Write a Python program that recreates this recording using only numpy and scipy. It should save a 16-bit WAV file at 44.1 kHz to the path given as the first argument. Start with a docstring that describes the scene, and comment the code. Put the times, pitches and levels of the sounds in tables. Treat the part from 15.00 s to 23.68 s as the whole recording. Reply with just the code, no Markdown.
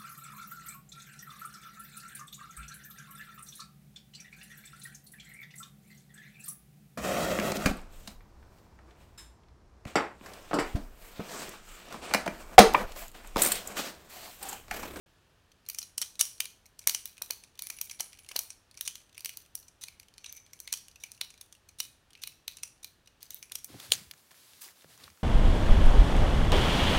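"""A small quiet room, close up: a butterfly knife is flipped by hand.
Handles and blade scrape and clack together in quick runs, and the handles slap into the hand.
The latch ticks and the loose pivots rattle in between. The hand damps the steel, so every
blow is short. Bare walls answer over a faint room hum."""
import sys
import numpy as np
from scipy import signal
from scipy.fft import rfft, irfft, next_fast_len
from scipy.io import wavfile

SR = 44100
rng = np.random.default_rng(int(sys.argv[2]) if len(sys.argv) > 2 else 0)


def wrap_up_sound(samples):
    """Save the sound to the file named by the first command line argument, as 16-bit audio."""
    columns = np.atleast_2d(samples).T
    # keep every value between -1 and 1, then stretch to whole-number steps
    tamed = np.clip(columns, -1, 1)
    steps = np.round(tamed * 32767).astype(np.int16)
    wavfile.write(sys.argv[1], SR, steps)


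N = 382788

# Room hum spectrum. Each row: frequency in Hz, relative level in dB.
HUM_SPECTRUM = [(15, -25), (25, -6), (80, -1.5), (229, -12.5), (363, -14), (1100, -18.5), (1840, -18),
                (2050, -23.5), (2760, -20.5), (3080, -21), (16000, -38.5)]
# Room hum envelope. Each row: time in seconds, RMS level in dB.
HUM_ENVELOPE = [(0, -64), (0.499, -67), (8.598, -67.5)]
# Lone latch taps between flips. Each row: start in seconds, level in dB.
LATCH_TAPS = [(0.517, -47.5), (0.6631, -43), (1.1546, -41), (2.1797, -38.5), (3.13, -37), (3.712, -44.5),
              (4.146, -46.5), (5.0834, -46), (5.9581, -38.5), (7.1052, -46.5), (8.0737, -43)]
# Modes of blade and handles. Each row: frequency in Hz, relative level in dB, T60 in seconds.
STEEL_MODES = [(2466, -10.5, 0.079), (2950, -13.5, 0.13), (4270, -11.5, 0.0092), (5855, 2, 0.012),
               (6148, -9.5, 0.015), (6486, -6.5, .04), (8400, -14, .03), (9340, -3.5, 0.003),
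               (9840, -20.5, .015), (9900, -18.5, 0.018), (11740, -12, 0.008), (13850, 3, 0.0074),
               (14580, -14, 0.0057)]
# A free handle rattles on its pivot and sings. Each row: start in seconds, end in seconds,
# rattle level in dB, singing level in dB, singing pitch in Hz.
HANDLE_SWINGS = [(0.618, 0.897, -70, -78, 6000), (1.193, 1.395, -78, -72, 8440),
                 (1.793, 2.19, -61.5, -65, 5750), (2.552, 3.348, -63, -60, 9810),
                 (3.707, 4.495, -65, -86, 5930), (5.148, 5.745, -73, -60, 6190),
                 (7.078, 7.804, -75, -74.5, 2610), (8.023, 8.4, -65, -73, 3788),
                 (8.394, 8.673, -69, -66.5, 9990)]
# Handles and blade meet. Each row: start in seconds, level in dB, clack and crack in dB
# relative to that level, clack pitch in Hz.
STEEL_CONTACTS = [(0.687, -29.5, -15, -1.5, 2390), (0.6983, -27.5, -9.5, -6, 4850),
                  (0.7464, -29, -16.5, -16, 2350), (0.7859, -18.5, -22.5, -17, 3020),
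                  (0.817, -38, -3.5, -17, 4900), (0.828, -32, -9, -14, 4100),
                  (0.9796, -16.5, -18.5, -14, 3080), (1.0159, -15.5, -17, -15.5, 3970),
                  (1.0242, -22, -10, -22.5, 3100), (1.2101, -6, -19.5, -15, 2960),
                  (1.4039, -16.5, -8, -10.5, 3030), (1.4548, -29.5, -8, -14.5, 4250),
                  (1.6626, -44.5, -22, -13, 4400), (1.7912, -31.5, -20, -17.5, 3050),
                  (1.8733, -7.5, -17.5, -9.5, 2220), (1.895, -16.5, -9.5, -9, 4400),
                  (1.947, -14.5, -15, -21, 2970), (2.0562, -30.5, -10.5, -2, 3900),
                  (2.2204, -23, -12.5, -7.5, 3930), (2.3066, -20.5, -8.5, -8, 4450),
                  (2.4368, -39, -11, -23, 2410), (2.5917, -30, -7.5, -10, 4250),
                  (2.6213, -26.5, -14, -7, 4470), (2.6698, -29, -16, -10, 2290),
                  (2.7008, -24.5, -11.5, -11, 2300), (2.7865, -36, -8.5, -12, 2330),
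                  (2.8124, -20, -17.5, -7.5, 3060), (2.8966, -34.5, -6.5, -15, 3200),
                  (2.9112, -26.5, -16, -19, 2240), (2.9974, -34.5, -1.5, -11, 4530),
                  (3.0053, -17, -18, -15, 3010), (3.1896, -45, -6.5, -10, 3050),
                  (3.2884, -32, -11, -20, 2290), (3.3159, -36, -4, -12, 2700), (3.3625, -20, -4, -7, 4300),
                  (3.3906, -17, -20, -8.5, 2980), (3.5034, -27.5, -19.5, -29, 2330),
                  (3.7737, -33.5, -14, -25, 2330), (3.8101, -24, -10, -6, 3880),
                  (3.8761, -18, -13, -19, 3180), (3.9549, -32.5, -9.5, -14.5, 3150),
                  (4.1787, -34, -7, -12, 2550), (4.2067, -38.5, -9, -7, 4770),
                  (4.2472, -30.5, -4, -2, 4570), (4.2582, -23, -12, -12, 2980),
                  (4.2929, -34, -3.5, -8, 2480), (4.3717, -32.5, -13, -5, 4640),
                  (4.5531, -24, -26, -9, 3030), (4.6818, -39, -22.5, -27.5, 2320),
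                  (4.8367, -27.5, -10, -15, 3960), (4.8828, -38, -2.5, -11, 2240),
                  (4.998, -38.5, -10, -13.5, 2280), (5.1801, -39, -7, -22, 4300),
                  (5.2426, -36, -4.5, -20, 2800), (5.2596, -32, -8, -37, 3800),
                  (5.3255, -37.5, -13, -2, 3240), (5.3667, -40.5, -16, -10, 2230),
                  (5.533, -35, -15.5, -16, 2220), (5.6016, -30.5, -20, -11, 4230),
                  (5.6758, -34, -2.5, -15, 2100), (5.7262, -15.5, -14.5, -16, 4480),
                  (5.7371, -20.5, -13, -18, 3170), (5.883, -40, -11.5, -16, 2800),
                  (6.0366, -28.5, -6.5, -15, 2370), (6.1173, -32.5, -21, -17, 3980),
                  (6.2123, -24.5, -1, -11.5, 3910), (6.3038, -38.5, -14.5, -26, 2700),
                  (6.4114, -33.5, -13, -13, 3600), (6.5252, -38.5, -13.5, -19, 3310),
                  (6.6884, -41.5, -16, -18, 2270), (6.8021, -18.5, -9.5, -11.5, 3850),
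                  (7.1521, -53.5, 7.5, -15, 2700), (7.236, -30, -2.5, -8, 4050),
                  (7.2735, -29.5, -9, -9.5, 3960), (7.4796, -26.5, -3.5, -10, 4100),
                  (7.5692, -34, -15.5, -20, 3900), (7.6327, -21, -16.5, -21, 2610),
                  (7.8444, -32.5, -5.5, -8, 4110), (8.229, -37.5, -8, -4, 4940),
                  (8.3057, -31.5, -15, -7, 3830), (8.3447, -42.5, -11, 9, 3680),
                  (8.4267, -32.5, -10.5, -17, 2460), (8.519, -29, -9, -11, 3570),
                  (8.5539, -22, -14.5, -13.5, 3270), (8.6447, -29, -28, -7, 4540)]
# A handle lands in the hand. Each row: start in seconds, level in dB before the slap gain.
HAND_CATCHES = [(1.014, -40), (1.208, -38.5), (1.402, -41.5), (1.87, -29.5), (2.217, -36.5), (2.303, -36),
                (2.699, -41.5), (3.003, -33.5), (3.313, -38), (3.359, -30), (6.213, -39.5), (8.515, -45)]
# The closing blade scrapes a handle. 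Each row: start in seconds, length in seconds, level in dB.
BLADE_SCRAPES = [(1.193, 0.025, -13), (1.881, 0.012, -23), (3.342, .018, -42), (3.852, 0.017, -27.5),
                 (4.811, .024, -31.5), (6, 0.024, -43), (6.786, .015, -33.5), (7.217, 0.016, -34),
                 (7.829, 0.0077, -36.5)]

CLACK_HZ, STEEL_HZ, CRACK_HZ, TOP_HZ = 2100, 4900, 10500, 16000  # band edges
BLOW_TIME_S = np.arange(SR // 12) / SR
BLOW_GAIN = np.sqrt(0.002 * SR)  # unit energy to unit RMS over 2 ms


def amp(db):
    return 10 ** (np.asarray(db) / 20)


def unit_energy(x):
    return x / np.sqrt(np.sum(x ** 2) + 1e-20)


def filtered(x, gain_at_hz):
    """Zero-phase filter."""
    size = next_fast_len(N + 8192)
    return irfft(rfft(x, size) * gain_at_hz(np.fft.rfftfreq(size, 1 / SR)), size)[:N]


def band(x, low_hz, high_hz, order):
    """Causal band-pass, unit energy."""
    return unit_energy(signal.lfilter(*signal.butter(order, [low_hz, high_hz], 'bandpass', fs=SR), x))


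def add(track, start_s, sound):
    part = track[max(round(start_s * SR), 0):][:len(sound)]
    part += sound[:len(part)]


def room_hum():
    """Steady low rush of shaped noise."""
    points_hz, points_db = np.transpose(HUM_SPECTRUM)
    noise = filtered(rng.standard_normal(N),
                     lambda hz: amp(np.interp(np.log(hz + 1), np.log(points_hz + 1), points_db)))
    level_db = np.interp(np.arange(N) / SR, *np.transpose(HUM_ENVELOPE))
    return amp(level_db) * noise / np.std(noise)


def grit(spikiness):
    """Spiky contact force: noise with log-normal weights."""
    size = len(BLOW_TIME_S)
    return rng.standard_normal(size) * np.exp(spikiness * rng.standard_normal(size))


def chatter(t60_s, rise_s=0.0001):
    """Faces bounce many times as they meet; the force dies in milliseconds."""
    attack = 1 - np.exp(-BLOW_TIME_S / rise_s)
    return unit_energy(grit(spikiness=1.0) * amp(-60 * BLOW_TIME_S / t60_s) * attack)


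def ringing(force, modes, scatter_db=4, detune=0.02):
    """Damped modes driven by a force; grip and contact point shift their pitch and strength."""
    hz, db, t60_s = np.transpose(modes)[:, :, None]
    hz = hz * (1 + detune * rng.standard_normal(hz.shape))
    gain = amp(db + scatter_db * rng.standard_normal(hz.shape)) / np.sqrt(t60_s)
    partials = gain * amp(-60 * BLOW_TIME_S / t60_s) * np.cos(2 * np.pi * hz * BLOW_TIME_S)
    return unit_energy(signal.fftconvolve(force, partials.sum(axis=0))[:len(force)])


def blow(force, crack_t60_s, level_db, clack_db, crack_db, clack_hz, steel_db=-8):
    """A force on the knife: dull knock in the hand, handle clack, steel ring, bright crack."""
    metal = force + ringing(force, STEEL_MODES)
    handle = metal + amp(-3) * ringing(force, [(clack_hz, 0, 0.008)])  # the grip sets this pitch
    knock = band(force, 950, 1900, order=2) - amp(-11) * band(force, 130, 950, order=2)
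    knock_db = -22 + 0.53 * clack_db
    crack = metal * amp(-60 * np.arange(len(force)) / SR / crack_t60_s)  # the top band dies first
    sound = (amp(knock_db) * knock
             + amp(clack_db) * band(handle, CLACK_HZ, STEEL_HZ, order=4)
             + amp(steel_db) * band(metal, STEEL_HZ, CRACK_HZ, order=4)
             + amp(crack_db) * band(crack, CRACK_HZ, TOP_HZ, order=4))
    return amp(level_db) * BLOW_GAIN * sound


def room_echoes(t60_s=0.38, rise_s=0.0013):
    """Diffuse impulse response, drawn anew each time as the knife moves about."""
    t = np.arange(SR // 3) / SR
    return unit_energy(rng.standard_normal(len(t)) * amp(-60 * t / t60_s) * (1 - np.exp(-t / rise_s)))


def with_room(track, wet_db):
    return track + amp(wet_db) * signal.fftconvolve(track, room_echoes())[:N]


def latch_ticks(faint_db=-46, scatter_s=0.031, ticks_per_s=16, over_rattle_db=14, crack_t60_s=0.017):
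    """The loose latch taps between flips, around each contact and at random during swings."""
    track = np.zeros(N)
    ticks = list(LATCH_TAPS)
    ticks += [(start_s + scatter_s * rng.standard_normal(), faint_db) for start_s, *_ in STEEL_CONTACTS]
    for start_s, end_s, rattle_db, *_ in HANDLE_SWINGS:
        times_s = start_s + np.cumsum(rng.exponential(1 / ticks_per_s, size=16))
        ticks += [(time_s, rattle_db + over_rattle_db) for time_s in times_s[times_s < end_s]]
    for start_s, level_db in ticks:
        tick = blow(chatter(t60_s=0.019), crack_t60_s, level_db + rng.standard_normal(), clack_db=-10,
                    crack_db=-21.5, clack_hz=rng.uniform(CLACK_HZ, STEEL_HZ), steel_db=-11.5)
        add(track, start_s, tick)
    return with_room(track, wet_db=-9)


def pivot_rattle(shake_t60_s=0.33, slip_db=8, sing_t60_s=0.035, bend_hz=2340, bend_db=-9):
    """Contacts shake the loose pivots; the rattle rings the steel and the free handle, then settles."""
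    track, jolts = np.zeros(N), np.zeros(N)
    jolts[[round(start_s * SR) for start_s, *_ in STEEL_CONTACTS]] = 1
    shake = signal.lfilter([1], [1, -amp(-60 / (shake_t60_s * SR))], jolts)
    stick_slip = amp(slip_db * np.repeat(rng.standard_normal(N // 128 + 1), 128)[:N])  # 3 ms steps
    friction = rng.standard_normal(N) * shake * stick_slip
    for start_s, end_s, rattle_db, sing_db, sing_hz in HANDLE_SWINGS:
        force = unit_energy(friction[round(start_s * SR):round(end_s * SR)])
        rattle = band(force + ringing(force, STEEL_MODES), CLACK_HZ, CRACK_HZ, order=2)
        singing = ringing(force, [(sing_hz, 0, sing_t60_s)])
        singing += amp(bend_db) * ringing(force, [(bend_hz, 0, sing_t60_s)])
        envelope = np.sqrt(len(force)) * signal.windows.tukey(len(force), 0.1)
        add(track, start_s, envelope * (amp(rattle_db) * rattle + amp(sing_db) * singing))
    return with_room(track, wet_db=-9)


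def steel_clacks(graze_db=-22, wall_db=-22, wet_db=-11, crack_t60_s=0.03, air_t60_s=1.3):
    """Handles and blade collide: a square blow cracks briefly, a glancing one chatters on."""
    track = np.zeros(N)
    for start_s, level_db, clack_db, crack_db, clack_hz in STEEL_CONTACTS:
        voicing = level_db, clack_db, crack_db, clack_hz
        chatter_t60_s = 0.008 * 2 ** (-crack_db / 15)  # doubles per 15 dB less crack
        hit = blow(chatter(chatter_t60_s), crack_t60_s, *voicing)
        add(track, start_s - 0.22 * chatter_t60_s, amp(graze_db) * hit)  # the faces graze first
        add(track, start_s, hit)
        for delay_s in rng.uniform(0.0061, 0.05, size=3):  # ceiling and nearest walls
            add(track, start_s + delay_s, amp(wall_db) * hit)
        add(track, start_s, amp(wet_db) * blow(room_echoes(), air_t60_s, *voicing))
    return track


def hand_slaps(slap_gain_db=-5, band_hz=(556, 1400), wet_db=-8):
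    """Flesh yields and stops the handle softly: a short, dull slap that the room repeats."""
    track = np.zeros(N)
    for start_s, level_db in HAND_CATCHES:
        gain = amp(level_db + slap_gain_db) * BLOW_GAIN
        add(track, start_s, gain * band(chatter(t60_s=0.007, rise_s=0.003), *band_hz, order=1))
        add(track, start_s, gain * amp(wet_db) * band(room_echoes(), *band_hz, order=1))
    return track


def blade_scrapes(crack_t60_s=0.2):
    """Steel slides on steel: a brief, gritty force."""
    track = np.zeros(N)
    for start_s, length_s, level_db in BLADE_SCRAPES:
        force = unit_energy(grit(spikiness=0.6) * (BLOW_TIME_S < length_s))
        scrape = blow(force, crack_t60_s, level_db, clack_db=-14, crack_db=-19, clack_hz=3700)
        add(track, start_s, scrape)
    return with_room(track, wet_db=-11)


def scene():
    """Knife, hand and room in mono."""
    mix = steel_clacks() + blade_scrapes() + hand_slaps() + pivot_rattle() + latch_ticks() + room_hum()
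    return mix[None]


def record(dry):
    """Clip at full scale, mute the first 61 ms, low-pass steeply."""
    gated = np.clip(dry[0], -1, 1) * (np.arange(N) / SR > 0.061)
    return filtered(gated, lambda hz: 1 / np.sqrt(1 + (hz / TOP_HZ) ** 120))[None]


dry = scene()
out = record(dry)
wrap_up_sound(out)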